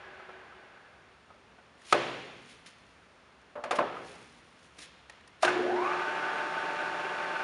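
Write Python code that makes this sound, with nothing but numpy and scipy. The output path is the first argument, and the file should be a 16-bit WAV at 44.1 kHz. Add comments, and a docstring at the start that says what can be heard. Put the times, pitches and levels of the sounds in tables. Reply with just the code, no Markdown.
"""A metal lathe in a hard-walled shop, over steady ventilation. The chuck coasts to rest by 1.3 s.
A speed lever clunks over at 1.9 s. The chuck is rocked by hand until the gears drop into mesh
(3.5-3.8 s); each blow rings the iron casting. At 5.4 s the start lever is thrown: the clutch slams
in, the starting current makes the motor growl, and loaded teeth howl up to speed in half a second.
The headstock gears then whine and rattle through their backlash to the end."""
import sys
import numpy as np
from scipy import signal
from scipy.io import wavfile
from scipy.ndimage import map_coordinates

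SR = 44100
rng = np.random.default_rng(int(sys.argv[2]) if len(sys.argv) > 2 else 0)


def wrap_up_sound(samples):
    """Save the sound to the file named by the first command line argument, as 16-bit audio."""
    columns = np.atleast_2d(samples).T
    # keep every value between -1 and 1, then stretch to whole-number steps
    tamed = np.clip(columns, -1, 1)
    steps = np.round(tamed * 32767).astype(np.int16)
    wavfile.write(sys.argv[1], SR, steps)


N = 327663
TIME_S = np.arange(N) / SR
EDGES_HZ = 22 * 2 ** (np.arange(29) / 3)  # third octaves
CENTRES_HZ = np.sqrt(EDGES_HZ[1:] * EDGES_HZ[:-1])
START_S, RUN_UP_S = 5.43, 0.478  # clutch bites; time to full speed

# Spectrum of tooth rasp. Each row: frequency in Hz, relative density in dB.
GEAR_RASP = [(29, -62), (50, -45), (162, -13.5), (266, -11), (373, 0.5), (417, -9.5), (585, -1),
             (840, -0.5), (898, 2), (961, -4), (1540, -2), (2020, -8.5), (2780, -11.5), (9390, -34.5),
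             (11000, -54), (14300, -81), (22000, -120)]


def run_up(knee=24):
    """Speed and accelerating torque as shares of full: an even ramp that levels off at a sharp knee."""
    ramp = since(START_S) / RUN_UP_S
    speed = ramp / (1 + ramp ** knee) ** (1 / knee)
    return speed, np.gradient(speed, TIME_S) * RUN_UP_S


def driven_gears(speed, rattle_db=-36.2, jolt_db=-27.5, whine_db=-1.7, fresh_db=3.2, settle_s=0.45):
    """Rattle and whine grow with speed; the first jolt adds rattle, the whine eases as gears settle."""
    age_s = since(START_S)
    jolt = from_db(jolt_db) * swell(age_s, rise_s=0.012) * decay(age_s, t60_s=0.8)
    rattle_gain = np.hypot(jolt, from_db(rattle_db) * speed)
    fresh = np.exp(-since(START_S + RUN_UP_S) / settle_s)
    whine_gain = from_db(whine_db + fresh_db * fresh) * speed ** 1.5
    return rattle_gain * gear_rattle(speed) + whine_gain * gear_whine(speed)


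def gear_rattle(speed, tooth_hz=250, shaft_hz=52, chuck_hz=4.62, clatter_db=1.5, wear_db=-18.5):
    """Teeth slap through their backlash, unevenly and in step with the shafts; the treble hisses evenly."""
    # Headstock wall resonances. Each row: frequency in Hz, width in Hz, gain in dB.
    wall_modes = [(171, 15, -7), (367, 41, 0), (603, 10, -15.5), (722, 25, -7.5), (1503, 47, 8),
                  (1687, 31, 1), (2494, 360, -5.5)]
    teeth = 1 + 0.13 * np.sin(phase(tooth_hz * speed))
    shaft = 1 + 0.062 * np.sin(phase(shaft_hz * speed))
    chuck = 1 + 0.031 * np.sin(phase(chuck_hz * speed))
    load = unit_rms(teeth * shaft * chuck * from_db(clatter_db * drift(51)))
    wear = worn_teeth(speed, shaft_hz=29.87) + worn_teeth(speed, shaft_hz=37.67)
    rasp = coloured_noise(GEAR_RASP) + from_db(wear_db) * speed * wear
    rasp = high_pass(rasp, hz=76, order=2)
    slaps = signal.sosfiltfilt(signal.butter(2, 3800, fs=SR, output="sos"), rasp)
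    hiss = rasp - slaps
    return casing(slaps * load + hiss, wall_modes)


def worn_teeth(speed, shaft_hz):
    """Each tooth has its own flaws, so the same rasp comes round once a turn."""
    turns = np.cumsum(shaft_hz * speed * (1 + 0.00212 * drift(13.5))) / SR
    rasp = from_db(at_hz(GEAR_RASP, CENTRES_HZ)) @ noise_bands(SR // 8)
    return unit_rms(map_coordinates(rasp, [turns % 1 * SR / shaft_hz], order=3))


def casing(x, modes):
    """The headstock walls lift their resonances out of the gear noise; rms 1."""
    return unit_rms(x + sum(from_db(db) * resonance(x, hz, width_hz) for hz, width_hz, db in modes))


def gear_whine(speed, flutter=0.0012, waver_db=0.5):
    """Mesh tones follow the speed; each wavers as the tooth load shifts."""
    # Gear mesh tones. Each row: frequency at full speed in Hz, relative level in dB.
    mesh_tones = [(166.9, -61.5), (376.8, -53), (597.5, -48), (753.7, -52), (780.6, -52), (894, -41),
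                  (1077, -52), (1130, -52), (1195, -47), (1254, -50), (1351, -52.5), (1480, -51),
                  (1577, -48.5), (1690, -55), (1803, -59), (1933, -56), (2116, -61.5), (2148, -59.5),
                  (2320, -61), (2390, -55.5), (2482, -61), (2595, -65), (2724, -57.5), (2842, -58.5),
                  (3300, -67)]
    shaft_speed = speed * (1 + flutter * drift(5.2))
    whine = np.zeros(N)
    for hz, db in mesh_tones:
        amplitude = np.sqrt(2) * from_db(db + waver_db * drift(15))
        whine += amplitude * np.sin(phase(hz * shaft_speed * (1 + flutter * drift(24))))
    return whine


def strained_mesh(speed, torque, gain_db=-31.8, surge_db=2.5, roughness=0.016):
    """Teeth under torque howl in a rough rising glide that booms as it crosses a casing resonance."""
    # Each row: frequency at full speed in Hz, relative level in dB.
    meshes = [(894, -17), (1195, -6), (1270, -1), (1351, -6), (2390, -23), (2724, -15), (2917, -16)]
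    tones = sum(from_db(db) * np.sin(phase(hz * speed * (1 + roughness * drift(42))))
                for hz, db in meshes)
    howl = from_db(gain_db + surge_db * drift(20)) * torque * speed ** 1.1 * tones
    howl = high_pass(howl, hz=340, order=4)
    howl += from_db(5) * resonance(howl, hz=385, width_hz=70)
    return howl + from_db(-9) * shop_echo(howl)


def motor_growl(gain_db=-31.3, hold_s=0.35, waver_db=2.6, shudder_db=-10):
    """The starting current shakes the motor at multiples of the mains frequency."""
    # Mains harmonics. Each row: frequency in Hz, relative level in dB.
    harmonics = [(120, -31), (240, -19.5), (360, 0), (600, -24), (720, -20.5)]
    hum = sum(from_db(db + waver_db * drift(14)) * np.sin(phase(np.full(N, hz))) for hz, db in harmonics)
    shudder = coloured_noise([(50, -14), (130, -22), (300, 16), (450, 14), (800, -20), (3000, -58)])
    current = swell(since(START_S), rise_s=0.011) * decay(since(START_S + hold_s), t60_s=0.9)
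    return from_db(gain_db) * current * (unit_rms(hum) + from_db(shudder_db) * shudder)


def contacts(rebound_s=0.017):
    """All contacts, in rows laid out like those of the clutch slams."""
    # The clutch slams in and the gears take up slack. Each row: start in seconds, level in dB,
    # bass in dB, treble in dB, t60 in seconds, struck part's note in Hz, note level in dB.
    slams = [(5.4226, -32.5, -4, 13, 0.2, 2390, -19), (5.4285, -16.8, -37, -13, 0.079, 630, 1),
             (5.447, -17.5, -16, -6, 0.059, 1590, -1), (5.4775, -13.5, -29, -18, 0.033, 1530, 1),
             (5.487, -27, -10, -8, .06, 1270, -3)]
    # Gears drop into mesh. Each row: as for the slams, then rebound level in dB.
    shifts = [(1.9243, -8, -6, -4.5, .033, 1264, 2, -21.5), (3.5535, -38, -8, -28, .13, 591, 3, -43),
              (3.637, -29, -14, -11, .07, 1200, -8, -37.5), (3.708, -21, -15, -11, .1, 1035, -5.5, -32.5),
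              (3.785, -17.5, -8, -24, .078, 1046, -1.5, -27)]
    # Light, dull knocks of gears, lever and hand. Each row: start in seconds, level in dB, note in Hz.
    knocks = [(.197, -45.5, 1290), (.2885, -43, 1330), (.521, -50, 1320), (.759, -51, 1510),
              (1.302, -50.5, 1254), (1.345, -56, 600), (1.582, -53.5, 1490), (3.966, -39, 1255),
              (4.784, -53, 300)]
    # Handles click. Each row: start in seconds, level in dB, treble in dB.
    clicks = [(1.817, -50, 12), (2.783, -57, 18), (3.414, -60, 24), (5.096, -35, 0), (5.121, -58, 28),
              (5.208, -53, 1), (5.275, -46.5, 19)]
    rows = [shift[:-1] for shift in shifts]
    # each shift rebounds, deeper and longer
    rows += [(start_s + rebound_s, rebound_db, bass_db + 11, treble_db - 11, 2.6 * t60_s, 592, 1)
             for start_s, _, bass_db, treble_db, t60_s, _, _, rebound_db in shifts]
    rows += slams
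    rows += [(start_s, db, -7, -21, 0.07, note_hz, 2) for start_s, db, note_hz in knocks]
    rows += [(start_s, db, -30, treble_db, 0.028, 1850, 1) for start_s, db, treble_db in clicks]
    return rows


def blows(spread_s=0.0012, room_db=-10.5):
    """Each contact wakes the casting's dense, short-lived modes, its ring and the shop."""
    # Spectrum of a blow on the casting. Each row: frequency in Hz, relative density in dB.
    clunk_spectrum = [(80, -30.5), (160, -14), (300, -5), (550, 0.5), (1100, -2.5), (1800, -6),
                      (2600, -5.5), (4500, -11), (7000, -14.5), (11000, -23)]
    track = np.zeros(N + 2 * SR)
    age_s = TIME_S[:SR // 2]
    bands, tails = noise_bands(SR), shop_tails(TIME_S[:2 * SR])
    bass = np.clip(np.log2(800 / CENTRES_HZ) / 2, 0, 1)
    treble = np.clip(np.log2(CENTRES_HZ / 1300) / 2, 0, 1)
    for start_s, db, bass_db, treble_db, t60_s, note_hz, note_db in contacts():
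        colour = from_db(at_hz(clunk_spectrum, CENTRES_HZ) + bass_db * bass + treble_db * treble)
        colour /= (colour @ bands).std()
        offset, onset = rng.integers(SR // 2), round(start_s * SR)
        band_t60_s = t60_s * (1000 / CENTRES_HZ[:, None]) ** 0.13  # low modes last longer
        clunk = colour @ (bands[:, offset:offset + len(age_s)] * decay(age_s, band_t60_s))
        ring = iron_ring(age_s, bass_db, note=(note_hz, note_db, 1.09 * t60_s))
        track[onset:onset + len(age_s)] += from_db(db) * (clunk + ring) * swell(age_s, spread_s)
        echo = np.sqrt(t60_s) * (colour @ tails)  # a longer blow feeds the room more
        track[onset:onset + len(echo)] += from_db(db + room_db) * echo
    return track[:N]


def iron_ring(age_s, bass_db, note, gain_db=-2.5):
    """The casting rings on with the struck part's note; taps with little bass hardly move the iron."""
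    # Casting modes. Each row: frequency in Hz, relative level in dB, t60 in seconds.
    iron_modes = [(135, -38, 1.3), (250, -29, 1), (275.3, -32.5, .7), (345, -22, .6), (405, -22, .4),
                  (479, -50, 0.39), (509.5, -24, 0.61), (590.4, -18.5, 0.56), (1487, -15, 0.18),
                  (2490, -10, .06)]
    modes = [(hz, gain_db + db + bass_db / 2 + 2 * rng.normal(), t60_s) for hz, db, t60_s in iron_modes]
    return sum(from_db(db) * decay(age_s, t60_s) * np.sin(2 * np.pi * (hz * age_s + rng.random()))
               for hz, db, t60_s in [*modes, note])


def rubs(grain_db=2.3, echo_db=-8.5):
    """Levers, hand and sleeve slide: grainy friction swells and fades, with a trace in the room."""
    # Strokes. Each row: peak time in seconds, level in dB, 60 dB rise and 60 dB fall in seconds.
    strokes = [(1.92, -45.5, .3, .06), (2.5, -58.5, .55, .45), (2.662, -49.5, .013, .15),
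               (2.88, -72, 1.5, 1.6), (3.762, -40, .06, .07), (4.08, -55.5, .5, 1.4), (4.66, -65, .5, .2),
               (4.7855, -52, .011, .14), (4.833, -48, .2, .14), (5.418, -54, .06, .05)]
    # Friction spectrum. Each row: frequency in Hz, relative density in dB.
    rub_spectrum = [(200, -1), (1000, -0.5), (2200, 8.5), (4000, 6), (7000, 1.5), (11000, -4)]
    pressure = np.zeros(N)
    for peak_s, db, rise_s, fall_s in strokes:
        until_s = np.maximum(peak_s - TIME_S, 0)
        pressure += from_db(db) * decay(until_s, rise_s) * decay(since(peak_s), fall_s)
    friction = pressure * from_db(grain_db * drift(120)) * coloured_noise(rub_spectrum)
    return friction + from_db(echo_db) * shop_echo(friction)


def coasting_gears(gain_db=-48.7, stop_s=1.3):
    """The unloaded gears fade as friction slows the chuck evenly."""
    # Unloaded gear noise. Each row: frequency in Hz, relative density in dB.
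    coast_spectrum = [(200, -13.5), (300, -15), (450, -5), (900, -2.5), (1600, -3.5), (2700, -9),
                      (6500, -35), (10000, -54)]
    # Resonances it wakes. Each row: frequency in Hz, width in Hz, gain in dB.
    idle_modes = [(377.4, 13, 17), (594, 33, -0.5), (800, 17, 5.5), (1520, 29, 7), (1640, 90, 1.5),
                  (2380, 93, -8)]
    speed = np.maximum(1 - TIME_S / stop_s, 0)
    return from_db(gain_db) * speed ** 1.05 * casing(coloured_noise(coast_spectrum), idle_modes)


def shop_echo(x):
    """Reverberation of x, at about the same power."""
    tail = shop_tails(TIME_S[:SR]).sum(axis=0)
    return signal.fftconvolve(x, tail / np.linalg.norm(tail))[:N]


def shop_tails(age_s):
    """Diffuse reflections by band: they build up, then die away."""
    # Reverberation times. Each row: frequency in Hz, t60 in seconds.
    reverb_times = [(100, 2.65), (250, 1.45), (600, 0.99), (1200, 1.04), (2600, 1.37), (5000, 1.26),
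                    (10000, 1.4)]
    # Wall colour. Each row: frequency in Hz, gain in dB.
    walls = [(100, 10), (250, 8), (600, 4), (1200, 3), (3000, 4), (6000, -4), (10000, -12)]
    envelope = decay(age_s, at_hz(reverb_times, CENTRES_HZ)[:, None]) * swell(age_s, rise_s=0.001)
    return from_db(at_hz(walls, CENTRES_HZ))[:, None] * noise_bands(len(age_s)) * envelope


def ventilation(gain_db=-59.5):
    """A steady, low rush of air."""
    # Air noise. Each row: frequency in Hz, relative density in dB.
    air_spectrum = [(15, -62), (25, -36), (64, 0), (99, -7), (229, -4), (296, -9), (344, -5.5), (798, -7.5),
                    (907, -10.5), (1080, -5.5), (2580, -12.5), (9680, -33.5), (11000, -43.5), (14300, -69),
                    (22000, -120)]
    return from_db(gain_db) * coloured_noise(air_spectrum)


def from_db(db):
    """Decibels to gain."""
    return 10 ** (np.asarray(db) / 20)


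def unit_rms(x):
    """Scale to rms 1."""
    return x / np.sqrt(np.mean(x ** 2) + 1e-20)


def at_hz(points, hz):
    """Interpolate a table along log frequency."""
    points_hz, values = np.transpose(points)
    return np.interp(np.log(hz), np.log(points_hz), values)


def since(start_s):
    """Seconds since start_s, zero before it."""
    return np.maximum(TIME_S - start_s, 0)


def swell(age_s, rise_s):
    """Smooth rise from 0 to 1."""
    return (1 - np.exp(-age_s / rise_s)) ** 2


def decay(age_s, t60_s):
    """Exponential fall, 60 dB down at t60_s."""
    return np.exp(-np.log(1000) * age_s / t60_s)


def phase(hz):
    """Radians turned at a changing rate, from a random start."""
    return 2 * np.pi * (np.cumsum(hz) / SR + rng.random())


def drift(rate_hz, hop=40):
    """Slow random wander, rms about 1."""
    pole = np.exp(-2 * np.pi * rate_hz * hop / SR)
    white = rng.standard_normal(N // hop + 2002)
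    slow = signal.lfilter([1], [1, -2 * pole, pole * pole], white)[2000:]
    return np.interp(np.arange(N) / hop, np.arange(len(slow)), unit_rms(slow))


def noise_bands(size):
    """White noise in third octaves, neighbours unrelated."""
    white = rng.standard_normal((2, size + SR // 4))
    filters = [signal.butter(2, edges_hz, "band", fs=SR, output="sos")
               for edges_hz in zip(EDGES_HZ, EDGES_HZ[1:])]
    return np.array([signal.sosfilt(sos, white[k % 2])[-size:] for k, sos in enumerate(filters)])


def coloured_noise(spectrum):
    """Steady noise shaped by (Hz, dB) points, rms 1."""
    return unit_rms(from_db(at_hz(spectrum, CENTRES_HZ)) @ noise_bands(N))


def resonance(x, hz, width_hz):
    """Two-pole band-pass, peak gain 1."""
    radius = np.exp(-np.pi * width_hz / SR)
    feedback = [1, -2 * radius * np.cos(2 * np.pi * hz / SR), radius ** 2]
    return signal.lfilter(np.array([1, 0, -1]) * (1 - radius ** 2) / 2, feedback, x)


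def high_pass(x, hz, order):
    """Cut below hz."""
    return signal.sosfilt(signal.butter(order, hz, "high", fs=SR, output="sos"), x)


def scene():
    """The driven lathe, handling noises, coasting gears and ventilation, in mono."""
    speed, torque = run_up()
    running = driven_gears(speed) + strained_mesh(speed, torque) + motor_growl()
    return (running + blows() + rubs() + coasting_gears() + ventilation())[None]


def record(dry, low_cut_hz=42, top_cut_hz=10750):
    """The microphone loses the deep bass and has a dip and a peak in the treble; the top is cut."""
    dip = 0.55 * resonance(dry, hz=7950, width_hz=900)
    peak = from_db(-8.5) * resonance(dry, hz=9400, width_hz=1300)
    voiced = high_pass(dry - dip + peak, low_cut_hz, order=3)
    return signal.sosfilt(signal.butter(32, top_cut_hz, fs=SR, output="sos"), voiced)


dry = scene()
out = record(dry)
wrap_up_sound(out)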